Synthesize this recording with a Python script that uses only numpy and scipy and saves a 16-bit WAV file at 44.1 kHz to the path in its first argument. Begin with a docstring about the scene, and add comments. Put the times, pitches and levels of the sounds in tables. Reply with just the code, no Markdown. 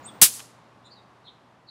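"""Insect zapper in a garden

An electric zapper whines thinly as it charges, then fires once beside a house. The spark's crack, its
slap off the siding and a dense sizzling scatter overload the microphone over a hollow knock. The garden
returns a bright echo, with a faint double tick in it. Small birds chirp in the trees over a low mains
hum and a distant wash, both slowly fading."""
import sys
import numpy as np
from scipy import signal
from scipy.fft import rfft, irfft
from scipy.io import wavfile

SR = 44100
rng = np.random.default_rng(int(sys.argv[2]) if len(sys.argv) > 2 else 0)


def file_out(sig):
    """Save sig as 16-bit WAV at sys.argv[1]."""
    # one column per channel
    cols = np.atleast_2d(sig).T
    # limit, then scale
    lim = np.clip(cols, -1, 1)
    pcm = np.round(lim * 32767).astype(np.int16)
    wavfile.write(sys.argv[1], SR, pcm)


N = 74970
T = np.arange(N) / SR
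SPARK_S = .2153

# Spectrum of the distant wash: f/Hz, relative level/dB
WASH_SPECTRUM = [(25, -35), (50, -14.5), (90, -7.5), (220, -0.5), (400, -6), (700, -4), (1080, -3),
                 (1400, -9.5), (2500, -17.5), (4000, -22), (7000, -31.5), (10000, -37), (13000, -44),
                 (15000, -59)]
# Fading of the wash: t/s, level/dB
WASH_FADE = [(0, -48), (.15, -49), (.45, -54), (.8, -56), (1.1, -56), (1.4, -57), (1.7, -59)]
# Bird chirps: onset t/s, duration/s, first f/Hz, middle f/Hz, last f/Hz, level/dB
CHIRP_NOTES = [(.021, 0.035, 7800, 6850, 6450, -61.5), (0.032, 0.042, 6600, 7200, 8300, -52),
               (0.047, 0.037, 7200, 8440, 8290, -42), (0.065, .046, 3848, 3485, 3200, -49.5),
               (.845, .036, 7060, 7077, 6990, -64), (.848, .03, 8400, 8400, 8250, -71),
               (0.951, .055, 4174, 3850, 3620, -58), (1.245, 0.058, 4010, 4250, 4017, -66)]
# Buzzy bird notes: columns as for the chirps
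BUZZ_NOTES = [(.83, 0.073, 3650, 3850, 3650, -57), (.896, 0.06, 4200, 4546, 4180, -51.5),
              (1.232, 0.089, 3885, 3900, 3785, -54), (1.259, 0.045, 3700, 3500, 3200, -50.5),
              (1.661, 0.063, 4180, 4400, 4426, -55), (1.681, .022, 4200, 4100, 4000, -47)]
# Wavefronts of the crack, direct and off near surfaces: delay t/s, level/dB
WAVEFRONTS = [(0, -5), (.0024, -1.5), (.0073, -1.5)]
# Spectrum of the crack and its scatter: f/Hz, relative level/dB
CRACK_SPECTRUM = [(30, -13.5), (100, -22), (190, -18), (450, -14), (650, -23.5), (850, -15), (1900, -9),
                  (3300, -4), (5500, -2), (7800, 1.5), (10500, 2), (13000, -2.5), (15700, -6.5)]
# Reverberation time around the porch: f/Hz, T60/s
PORCH_DECAY = [(150, .06), (600, .075), (1500, .115), (5000, .132), (15000, .122)]
# Spectrum of the echo from trees and fences: f/Hz, relative level/dB
GARDEN_SPECTRUM = [(60, -37), (300, -17), (1000, -16), (2500, -11), (4000, -3.5), (7000, 1.5), (10300, 2.5),
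                   (13000, -5.5), (15700, -13)]
# Reverberation time of the garden: f/Hz, T60/s
GARDEN_DECAY = [(500, 0.95), (3000, 0.51), (7000, 0.37), (11000, 0.32), (15000, 0.23)]
# Spectrum of the faint return from farther off: f/Hz, relative level/dB
FAR_SPECTRUM = [(300, -12), (1300, -3), (4000, 0), (7000, -3), (10000, -13.5), (15000, -29.5)]
# Modes of the hollow knock: f/Hz, level/dB, T60/s
KNOCK_MODES = [(55, -37, 0.057), (91, -32, .07), (182.5, -22, .07), (312, -27.5, 0.099), (826, -25.5, .08)]
# Faint ticks: t/s, level/dB
TICK_ONSETS = [(0.394, -38.5), (0.402, -39)]
# Spectrum of a tick: f/Hz, relative level/dB
TICK_SPECTRUM = [(60, -30), (300, -10), (1300, -3.5), (2500, 1), (5000, -4), (9000, -11), (15000, -25)]


def from_db(db):
    """Amplitude ratio of a level in decibels."""
    return 10 ** (np.asarray(db) / 20)


def at_hz(table, hz):
    """Interpolation on a logarithmic frequency axis."""
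    frequencies, values = np.transpose(table)
    return np.interp(np.log(np.maximum(hz, 1)), np.log(frequencies), values)


def noise(spectrum):
    """Spectral shaping of white noise, scaled to unit rms."""
    gain = from_db(at_hz(spectrum, np.fft.rfftfreq(N, 1 / SR)))
    coloured = irfft(rfft(rng.standard_normal(N)) * gain, N)
    return coloured / np.sqrt(np.mean(coloured ** 2) + 1e-20)


def tone(hz):
    """Sinusoid of unit rms whose phase is the integral of frequency."""
    return np.sqrt(2) * np.sin(2 * np.pi * np.cumsum(hz) / SR)


def waver(rate_hz):
    """Random modulation: interpolated Gaussian values, spread near 1."""
    return np.interp(T * rate_hz, np.arange(N), rng.standard_normal(N))


def envelope(start, rise_s, hold_s, t60_s):
    """Linear rise, with exponential decay from hold_s after the start."""
    age = T - start
    return np.clip(age / rise_s, 0, 1) * from_db(-60 * np.maximum(age - hold_s, 0) / t60_s)


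def charger_whine():
    """The charging circuit's tone, weakly modulated in frequency and level, ends at the discharge."""
    hz = 15320 + 35 * waver(rate_hz=300)
    level_db = -72.5 + .5 * waver(rate_hz=80)
    return from_db(level_db) * tone(hz) * (T < SPARK_S)


def distant_wash():
    """Broadband outdoor noise, weighted to low frequencies, slowly fades."""
    return from_db(np.interp(T, *np.transpose(WASH_FADE))) * noise(WASH_SPECTRUM)


def mains_hum(hz=120.3, fade_db_per_s=6):
    """A pure tone at twice the mains frequency wavers a little as it fades."""
    level_db = -60 - fade_db_per_s * T + .5 * waver(rate_hz=14)
    return from_db(level_db) * np.sqrt(2) * np.sin(2 * np.pi * hz * T)


def bird_note(row, depth_hz, jitter_hz, warble_hz=120):
    """Frequency modulation puts a fast, uneven warble on a whistle's parabolic glide."""
    start, duration, first, middle, last, db = row
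    progress = np.clip((T - start) / duration, 0, 1)
    glide = np.polyval(np.polyfit([0, .5, 1], [first, middle, last], 2), progress)
    warble = depth_hz * np.sin(2 * np.pi * (warble_hz * T + rng.random()))
    jitter = jitter_hz * waver(rate_hz=700)
    swell = np.sin(np.pi * progress) ** 2
    return from_db(db) * swell * tone(glide + warble + jitter)


def reflections(sound, t60_s):
    """Diffuse reflection: convolution with a decaying noise response of unit energy."""
    response = rng.standard_normal(N) * envelope(.002, .0013, 0, t60_s)
    return signal.fftconvolve(sound, response / np.linalg.norm(response))[:N]


def birds(leaf_cutoff_hz=7900):
    """Song arrives directly and by reflection from wall and trees; leaves absorb the echo's treble."""
    song = sum(bird_note(row, depth_hz=40, jitter_hz=60) for row in CHIRP_NOTES)
    song += sum(bird_note(row, depth_hz=267.4, jitter_hz=69.56) for row in BUZZ_NOTES)
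    dulled = signal.sosfilt(signal.butter(2, leaf_cutoff_hz, fs=SR, output="sos"), song)
    wall = from_db(-4.5) * reflections(song, t60_s=.13)
    trees = from_db(-8) * reflections(dulled, t60_s=.5)
    return song + wall + trees


def spark_crack():
    """A steep pressure front arrives directly, then by longer paths off near surfaces."""
    return sum(from_db(db) * envelope(SPARK_S + delay, .0001, 0, t60_s=.027) * noise(CRACK_SPECTRUM)
               for delay, db in WAVEFRONTS)


def diffuse_field(spectrum, decay, rise_s, hold_s):
    """Dense reflections of the spark merge into noise; each band has its own reverberation time."""
    bins, hz = rfft(noise(spectrum)), np.fft.rfftfreq(N, 1 / SR)
    centres_hz = np.geomspace(100, 16000, 12)
    field = np.zeros(N)
    for centre, weights in zip(centres_hz, np.eye(len(centres_hz))):
        band = irfft(bins * np.interp(hz, centres_hz, weights), N)
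        field += band * envelope(SPARK_S, rise_s, hold_s, at_hz(decay, centre))
    return field


def porch_scatter():
    """Scattering from surfaces around the porch builds quickly into a short sizzle."""
    return from_db(-3.5) * diffuse_field(CRACK_SPECTRUM, PORCH_DECAY, rise_s=.013, hold_s=.016)


def garden_echo(rise_s=.045, hold_s=.14):
    """Reverberation from trees and fences loses its treble first; a faint far return lingers."""
    garden = from_db(-37.5) * diffuse_field(GARDEN_SPECTRUM, GARDEN_DECAY, rise_s, hold_s)
    far = from_db(-60.5) * noise(FAR_SPECTRUM) * envelope(SPARK_S, rise_s, hold_s, t60_s=.99)
    return garden + far


def hollow_knock():
    """Damped low modes ring freely just after the spark."""
    start = SPARK_S + .004
    return sum(from_db(db) * envelope(start, .002, 0, t60) * np.sin(2 * np.pi * hz * (T - start))
               for hz, db, t60 in KNOCK_MODES)


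def ticks():
    """Two dull noise transients decay exponentially within the echo."""
    bursts = sum(from_db(db) * envelope(start, .0005, 0, t60_s=.031) for start, db in TICK_ONSETS)
    return bursts * noise(TICK_SPECTRUM)


def scene():
    """Superposition of all sources at one microphone."""
    ambience = distant_wash() + mains_hum() + birds()
    discharge = spark_crack() + porch_scatter() + garden_echo() + hollow_knock()
    return (charger_whine() + ambience + discharge + ticks())[None]


def record(dry, ceiling=.89, cutoff_hz=15780):
    """Saturation of the input rounds the crack's peaks; a low-pass filter limits the bandwidth."""
    saturated = ceiling * np.tanh(dry / ceiling)
    low_pass = signal.firwin(401, cutoff_hz, window="blackman", fs=SR)
    return signal.fftconvolve(saturated, low_pass[None], mode="same")


dry = scene()
out = record(dry)
file_out(out)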